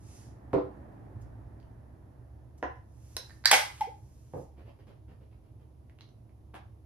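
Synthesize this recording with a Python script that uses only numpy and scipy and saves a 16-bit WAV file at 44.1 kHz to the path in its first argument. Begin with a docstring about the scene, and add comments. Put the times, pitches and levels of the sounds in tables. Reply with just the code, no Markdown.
"""In a small, bare room, over a low rumble and a faint electric whine, a man's sleeve swishes and he
sets a shot glass on a wooden table; table and room ring. He lifts a beer can to his mouth: the tab
clicks, the sealed lid snaps, then tears with a spit of gas, and the can glugs as air slips in.
His free hand drops on the table, he gulps, and the thin can wall crinkles and gives in his grip."""
import sys
import numpy as np
from scipy import signal
from scipy.fft import rfft, irfft, next_fast_len
from scipy.io import wavfile

SR = 44100
rng = np.random.default_rng(int(sys.argv[2]) if len(sys.argv) > 2 else 0)


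def inscribe(sig):
    """Save sig as 16-bit PCM at rate SR to the path in sys.argv[1].

    A 1-D sig is mono; a 2-D sig holds one channel per row.
    Samples are clipped to [-1, 1] before scaling.
    """
    pcm = np.round(np.clip(np.atleast_2d(sig).T, -1, 1) * 32767)
    wavfile.write(sys.argv[1], SR, pcm.astype(np.int16))


N = 302291
TIME = np.arange(N) / SR


def amp(db):
    """Decibels to gain."""
    return 10 ** (np.asarray(db) / 20)


def unit(x):
    """Scale to rms 1."""
    return x / np.sqrt(np.mean(x ** 2) + 1e-20)


def along(points, hz):
    """Read a curve of (Hz, value) points on a log frequency axis."""
    point_hz, values = np.transpose(points)
    return np.interp(np.log(hz + 1), np.log(point_hz + 1), values)


def filtered(x, response):
    """Shape x with a complex frequency response."""
    n = x.shape[-1]
    padded = next_fast_len(n + SR // 4)
    return irfft(rfft(x, padded) * response(np.fft.rfftfreq(padded, 1 / SR)), padded)[..., :n]


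def noise(colour, size=N):
    """Coloured noise of rms 1."""
    return unit(filtered(rng.standard_normal(size), lambda hz: amp(along(colour, hz))))


def swell(peak_s, db, rise_s, fall_s):
    """A gain that climbs 60 dB to its peak in rise_s and dies by 60 dB in fall_s."""
    return amp(db - 60 * np.maximum((peak_s - TIME) / rise_s, (TIME - peak_s) / fall_s))


def add(track, s, sound):
    """Mix a sound into the track at s seconds."""
    part = track[:, max(round(s * SR), 0):][:, :sound.shape[-1]]
    part += sound[:, :part.shape[-1]]


def diffuse(pair):
    """Two unrelated signals as two close microphones hear them: alike mainly in the bass."""
    # Stereo image. Each row: frequency in Hz, left-right likeness from 0 to 1.
    likeness = [(60, 1), (150, 0.85), (350, 0.51), (700, 0), (1500, 0), (8000, 0.25)]

    def mid_side_gains(hz):
        angle = np.arccos(np.clip(along(likeness, hz), -1, 1)) / 2
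        return np.array([np.cos(angle), np.sin(angle)])

    mid, side = filtered(pair, mid_side_gains)
    return np.array([mid + side, mid - side])


def in_room(x, wet_db, right_db):
    """Direct sound plus a fresh room tail, with the right channel right_db above the left."""
    # The room's decay. Each row: frequency in Hz, seconds to fall 60 dB.
    decay = [(120, 0.23), (400, 0.23), (1000, 0.36), (2500, 0.3), (5000, 0.33), (8000, 0.13), (13000, 0.17)]
    hz, t, spectrum = signal.stft(rng.standard_normal((2, SR // 2)), SR, nperseg=256)
    fade = amp(-60 * t / along(decay, hz)[:, None])
    tail = diffuse(signal.istft(spectrum * fade, SR, nperseg=256)[1])
    tail *= 1 - np.exp(-(np.arange(tail.shape[1]) / SR / 0.004) ** 2)  # reflections build over 4 ms
    impulse = amp(wet_db) * tail / np.linalg.norm(tail[0])
    impulse[[0, 1], [3, 0]] += 1  # the direct sound reaches the left 3 samples late
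    return signal.fftconvolve(x[None], impulse, axes=1) * amp([[-right_db / 2], [right_db / 2]])


def strike(modes, soft_hz):
    """A body rings after one contact; a softer contact has a lower treble cutoff, soft_hz."""
    gains = amp(rng.standard_normal(len(modes)))  # each mode varies by about a decibel
    f = np.fft.rfftfreq(SR // 3, 1 / SR)
    body = sum((-1) ** k * gains[k] * amp(db) * 1j * f * width / (hz * hz - f * f + 1j * f * width)
               for k, (hz, width, db) in enumerate(modes))
    ring = irfft(body / (1 + 1j * f / soft_hz) ** 2)[:SR // 4]
    return ring * np.sqrt(SR / 100) / np.linalg.norm(ring)  # the energy of 10 ms at rms 1


def hits(contacts, modes, wet_db, right_db):
    """A run of contacts rings one body in the room."""
    out = np.zeros((2, N))
    for s, db, soft_hz in contacts:
        add(out, s, in_room(amp(db) * strike(modes, soft_hz), wet_db, right_db))
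    return out


def background(rumble_db=-51, sink_db_per_s=0.6, air_db=-64, hiss_db=-82):
    """Building rumble sinks with one brief swell, a distant rush passes; air, hiss and hum stay even."""
    # Colours of the four noise beds. Each row: frequency in Hz, relative level in dB.
    rumble_colour = [(20, -21), (38, -12.5), (52, 1), (69, 5.5), (88, 1.5), (115, 8.5), (150, -7),
                     (200, -17), (400, -60.5)]
    air_colour = [(100, -3.5), (200, 1.5), (330, 0.5), (450, -5.5), (680, -7.5), (1000, -13), (1500, -26),
                  (2500, -30.5), (5000, -41.5)]
    rush_colour = [(100, -10.5), (200, 2.5), (290, 3), (470, -6.5), (650, -3.5), (880, -7), (1100, -13),
                   (1450, -17.5), (1800, -16.5), (2200, -27.5), (3200, -38.5), (6000, -49)]
    hiss_colour = [(500, 4.5), (3000, -1.5), (6000, -1.5), (8000, -10), (11000, -2.5), (13500, -6)]
    # Appliance hum and whine. 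Each row: pitch in Hz, level in dB.
    tones = [(70, -59.5), (317.6, -73), (635.2, -83.5), (10530, -92)]
    bed = lambda colour: unit(diffuse(noise(colour, (2, N))))
    heave = swell(peak_s=1.17, db=-49, rise_s=0.63, fall_s=2)
    rumble = (amp(rumble_db - sink_db_per_s * TIME) + heave) * bed(rumble_colour)
    air = amp(air_db) * bed(air_colour)
    rush = swell(peak_s=0.75, db=-52.5, rise_s=4.85, fall_s=8.2) * bed(rush_colour)
    hum = sum(amp(db) * np.sqrt(2) * np.sin(2 * np.pi * (hz * TIME + rng.random())) for hz, db in tones)
    microphone_hiss = amp(hiss_db) * bed(hiss_colour)
    return (rumble + air + rush + hum + microphone_hiss) * amp([[-1.1], [1.1]])  # leans right


def sleeves(trim_db=-1.5):
    """Soft cloth slides on cloth at each swing of an arm: a smooth swish."""
    # The cloth's colour. Each row: frequency in Hz, relative level in dB.
    colour = [(800, -7.5), (2500, -8.5), (4000, -10.5), (5500, -3), (6800, 0), (8200, -5), (10800, -2.5),
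              (12300, -9.5), (14000, -13)]
    # An arm drops, a cuff brushes the can, both arms rise, one drops again.
    # Each row: peak in seconds, half length in seconds, level before trim in dB, treble cutoff in Hz.
    swings = [(0.154, 0.13, -60, 11600), (1.219, 0.01, -67.5, 13500), (2.583, 0.0056, -65, 13500),
              (3.197, 0.21, -64.5, 13200), (4.153, 0.29, -73, 14200), (4.392, 0.06, -71, 14000)]
    cloth, rub = noise(colour), np.zeros(N)
    for s, half, db, top_hz in swings:
        swish = signal.sosfilt(signal.butter(10, top_hz, fs=SR, output="sos"), cloth)
        rub += amp(db) * np.exp(-((TIME - s) / half) ** 2) * swish
    return amp(trim_db) * in_room(rub, wet_db=-2.5, right_db=2.5)[:, :N]


def grip():
    """The can's thin wall ticks under the fingers and gives with a dull crunch as it empties."""
    # The side buckles. Each row: start in seconds, level in dB, treble cutoff in Hz.
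    dents = [(6.538, -56.5, 1500), (6.5425, -49, 4010), (6.553, -52.5, 6000), (6.563, -60, 4510)]
    # The dented side's modes. Each row: frequency in Hz, width in Hz, level in dB.
    side_modes = [(247, 160, -4.5), (616, 140, -6.5), (744, 51, 3), (1079, 500, -7), (1690, 120, -4.5),
                  (2090, 660, -13.5), (3330, 1700, -16.5), (4840, 1100, -19.5), (10200, 1900, -13.5)]
    # Crinkles, each at its own spot. Each row: start in seconds, level in dB, pitch in Hz.
    crinkles = [(1.601, -74, 4600), (1.629, -75, 3000), (5.897, -67.5, 2000), (5.988, -65, 2800),
                (6.009, -56, 4045), (6.09, -74, 5960), (6.294, -76.5, 2300)]
    # The dry upper wall's modes. Each row: multiple of the pitch, width in Hz, level in dB.
    upper_modes = [(0.24, 400, -4.5), (0.54, 300, -4), (0.69, 351, -2.5), (1, 380, 3.5), (1.5, 900, -7.5),
                   (2.6, 5000, -17)]
    out = hits(dents, side_modes, wet_db=2.5, right_db=1.5)
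    for s, db, hz in crinkles:
        spot = [(hz * ratio, width, level) for ratio, width, level in upper_modes]
        add(out, s, in_room(amp(db) * strike(spot, soft_hz=6640), wet_db=-2.0, right_db=4.0))
    return out


def gulps(tick_count=120):
    """Each swallow is a brief, dense clump of tiny wet ticks."""
    # Soft swallows. Each row: start in seconds, level in dB, length in seconds.
    swallows = [(4.57, -53.5, 0.049), (4.655, -53.5, 0.044), (4.79, -57.5, 0.021), (4.871, -53.5, 0.041),
                (5.081, -55, 0.04), (5.208, -61, 0.025), (5.313, -62.5, 0.022), (5.437, -66, 0.035),
                (5.594, -64.5, 0.03)]
    # Their wet colour. Each row: frequency in Hz, relative level in dB.
    colour = [(220, 9), (450, 9), (750, 1.5), (1200, -7.5), (1800, -9), (3100, -11.5), (3800, -19.5),
              (4600, -19.5), (6000, -31), (12000, -31)]
    out = np.zeros((2, N))
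    for s, db, length in swallows:
        when, size = rng.random(tick_count), rng.standard_normal(tick_count)
        ticks = np.bincount((when * length * SR).astype(int), size, SR // 8)
        clump = filtered(ticks, lambda hz: amp(along(colour, hz)))
        clump = clump * np.sqrt(SR / 100) / np.linalg.norm(clump)
        add(out, s, in_room(amp(db) * clump, wet_db=2.5, right_db=1.5))
    return out


def hand_pat():
    """The free hand drops flat on the table with a padded slap."""
    # Palm, then fingers. Each row: start in seconds, level in dB, treble cutoff in Hz.
    pats = [(4.3355, -41, 1500), (4.343, -42, 496), (4.368, -45, 690), (4.414, -52, 700)]
    # The slap's modes. Each row: frequency in Hz, width in Hz, level in dB.
    modes = [(127, 46, 4), (329.3, 93, 0), (486.5, 41, 8.5), (690, 270, 1.5), (850, 198, 2),
             (1240, 170, -13.5), (1550, 370, -17.5)]
    return hits(pats, modes, wet_db=5.0, right_db=2.0)


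def shot_glass(thud_hz=145, thud_width_hz=60):
    """The glass knocks on the table with a thud and settles, and table and room ring."""
    # Landings. Each row: start in seconds, level in dB, treble cutoff in Hz, relative thud in dB.
    landings = [(0.532, -21.5, 900, -13), (0.545, -36.5, 606, -9.5), (0.578, -30.5, 790, -40.5)]
    # Resonances of the table and room. Each row: frequency in Hz, width in Hz, level in dB.
    modes = [(241, 33, -8.5), (296.2, 10.4, 14.5), (340, 65, -1.5), (386, 8.5, 15), (445, 63, -0.5),
             (497.5, 14, 12.5), (564, 55, -0.5), (662, 65, 0), (803, 143, -3.5), (1032, 81, 0),
             (1305, 130, -6), (2150, 1000, -14.5), (4100, 1100, -13.5), (9900, 3700, -14)]
    out = np.zeros((2, N))
    for s, db, soft_hz, thud_db in landings:
        ring = strike(modes, soft_hz)
        thud = amp(thud_db) * strike([(thud_hz, thud_width_hz, 0)], thud_hz)
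        add(out, s, in_room(amp(db) * (ring + thud), wet_db=4.5, right_db=1.5))
    return out


def can_knocks():
    """Knocks on the full can ring dully in its liquid-loaded wall."""
    # Knocks. Each row: start in seconds, level in dB, treble cutoff in Hz.
    knocks = [(2.627, -31.5, 1920), (2.757, -60, 4950)]
    # The wall's modes. Each row: frequency in Hz, width in Hz, level in dB.
    modes = [(313, 62, 0), (375, 63, -1.5), (486, 104, 0), (752, 56, 5), (1015, 35, 3), (1440, 92, -5.5),
             (1734, 170, -2), (1985, 210, -3.5), (2770, 380, -12), (4320, 180, -30), (5130, 590, -22.5),
             (6270, 800, -18)]
    return hits(knocks, modes, wet_db=2.5, right_db=2.0)


def glugs():
    """Each slug of air entering the can rings as a short tone that slides as the cavity changes size."""
    # Slugs. Each row: start in seconds, level in dB, first and last pitch in Hz, length in seconds.
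    slugs = [(3.808, -27, 892.5, 802, 0.025), (3.836, -39, 789, 788, 0.035),
             (3.871, -46.5, 402, 564, 0.027)]
    out = np.zeros((2, N))
    for s, db, first_hz, last_hz, length in slugs:
        progress = np.linspace(0, 1, round(length * SR))
        pitch_hz = first_hz + (last_hz - first_hz) * progress
        tone = np.sin(2 * np.pi * np.cumsum(pitch_hz) / SR)
        envelope = np.sqrt(progress) * (1 - progress ** 2)
        add(out, s, in_room(amp(db) * unit(envelope * tone), wet_db=-8.5, right_db=1.0))
    return out


def tab_clicks():
    """The small metal tab rings with a bright double click."""
    # Clicks. Each row: start in seconds, level in dB, treble cutoff in Hz.
    clicks = [(3.1668, -34.5, 12770), (3.1695, -39.5, 9290)]
    # The tab's modes. Each row: frequency in Hz, width in Hz, level in dB.
    modes = [(500, 120, -5), (1020, 120, -8), (1560, 220, -10), (2050, 250, -13), (2630, 300, -14),
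             (3998, 150, 2), (5240, 270, -2), (6300, 440, -8), (7900, 400, -13), (9350, 700, -4),
             (12600, 1830, -11.5)]
    return hits(clicks, modes, wet_db=-4, right_db=3.0)


def lid_snaps():
    """The taut, still sealed lid snaps, ever louder and brighter."""
    # Snaps. Each row: start in seconds, level in dB, treble cutoff in Hz.
    snaps = [(3.296, -59.5, 1000), (3.306, -56.5, 1000), (3.440, -52, 1500), (3.448, -40.5, 2800),
             (3.4558, -23.5, 9000), (3.4571, -18, 13230)]
    # The sealed lid's modes. Each row: frequency in Hz, width in Hz, level in dB.
    modes = [(900, 490, -14.5), (1614, 80, -2), (1800, 30, 6.5), (2050, 330, -5), (3400, 250, -10.5),
             (4000, 250, -1.5), (4630, 150, 6.5), (4960, 200, -1.5), (5720, 300, -5.5), (7606, 860, -9.5),
             (11510, 3300, -14)]
    return hits(snaps, modes, wet_db=-2.5, right_db=4.5)


def lid_tear(rip_s=3.5275, gap_s=0.0043, scatter_s=0.0006, rip_db=-20, loss_db=1, soft_hz=4400):
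    """The lid ruptures, sticks and slips along its score in five weakening jerks, then folds in."""
    # The rupture and the fold. Each row: start in seconds, level in dB, treble cutoff in Hz.
    tears = [(3.511, -28.5, 4500), (3.5150, -20.5, 12000), (3.8095, -42.5, 9100), (3.815, -51, 9000)]
    # The open can's modes, air cavity first. Each row: frequency in Hz, width in Hz, level in dB.
    modes = [(604, 220, -4), (832, 55, 7), (1477, 70, -4.5), (1614, 48, -1), (2026, 54, 7), (2224, 26, 8),
             (2437, 27, 6), (2720, 45, -1.5), (3200, 210, -0.5), (4400, 1000, -10.5), (5450, 600, -4),
             (8350, 2400, -11), (11800, 2900, -10)]
    jerks = [(rip_s + k * gap_s + scatter_s * jitter, rip_db - k * loss_db, soft_hz)
             for k, jitter in enumerate(rng.standard_normal(5))]
    return hits(tears + jerks, modes, wet_db=-2.0, right_db=1.5)


def gas():
    """Gas hisses out through the tear: a sharp spit, the main blow-off, a last puff of foam."""
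    # Spurts. Each row: peak in seconds, level in dB, rise and fall in seconds per 60 dB.
    spurts = [(3.5152, -10.5, 0.009, 0.0214), (3.532, -22.5, 0.043, 0.3259), (3.81, -56.5, 0.35, 0.4)]
    # The jet's colour. Each row: frequency in Hz, relative level in dB.
    colour = [(300, -30.5), (900, -2), (2200, -2.5), (4500, -6), (6500, -4), (8500, -3), (12300, -13),
              (14000, -25)]
    flow = sum(swell(*spurt) for spurt in spurts)
    return in_room(flow * noise(colour), wet_db=-7.5, right_db=0.0)[:, :N]


def scene():
    """The stereo mix of table, can, drinking and room."""
    table = shot_glass() + hand_pat()
    can = can_knocks() + tab_clicks() + lid_snaps() + lid_tear() + gas() + glugs()
    return table + can + gulps() + grip() + sleeves() + background()


def record(dry, top_hz=14200):
    """Clip at full scale, then cut the treble steeply above top_hz."""
    return filtered(np.clip(dry, -1, 1), lambda hz: 1 / np.sqrt(1 + (hz / top_hz) ** 60))


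dry = scene()
out = record(dry)
inscribe(out)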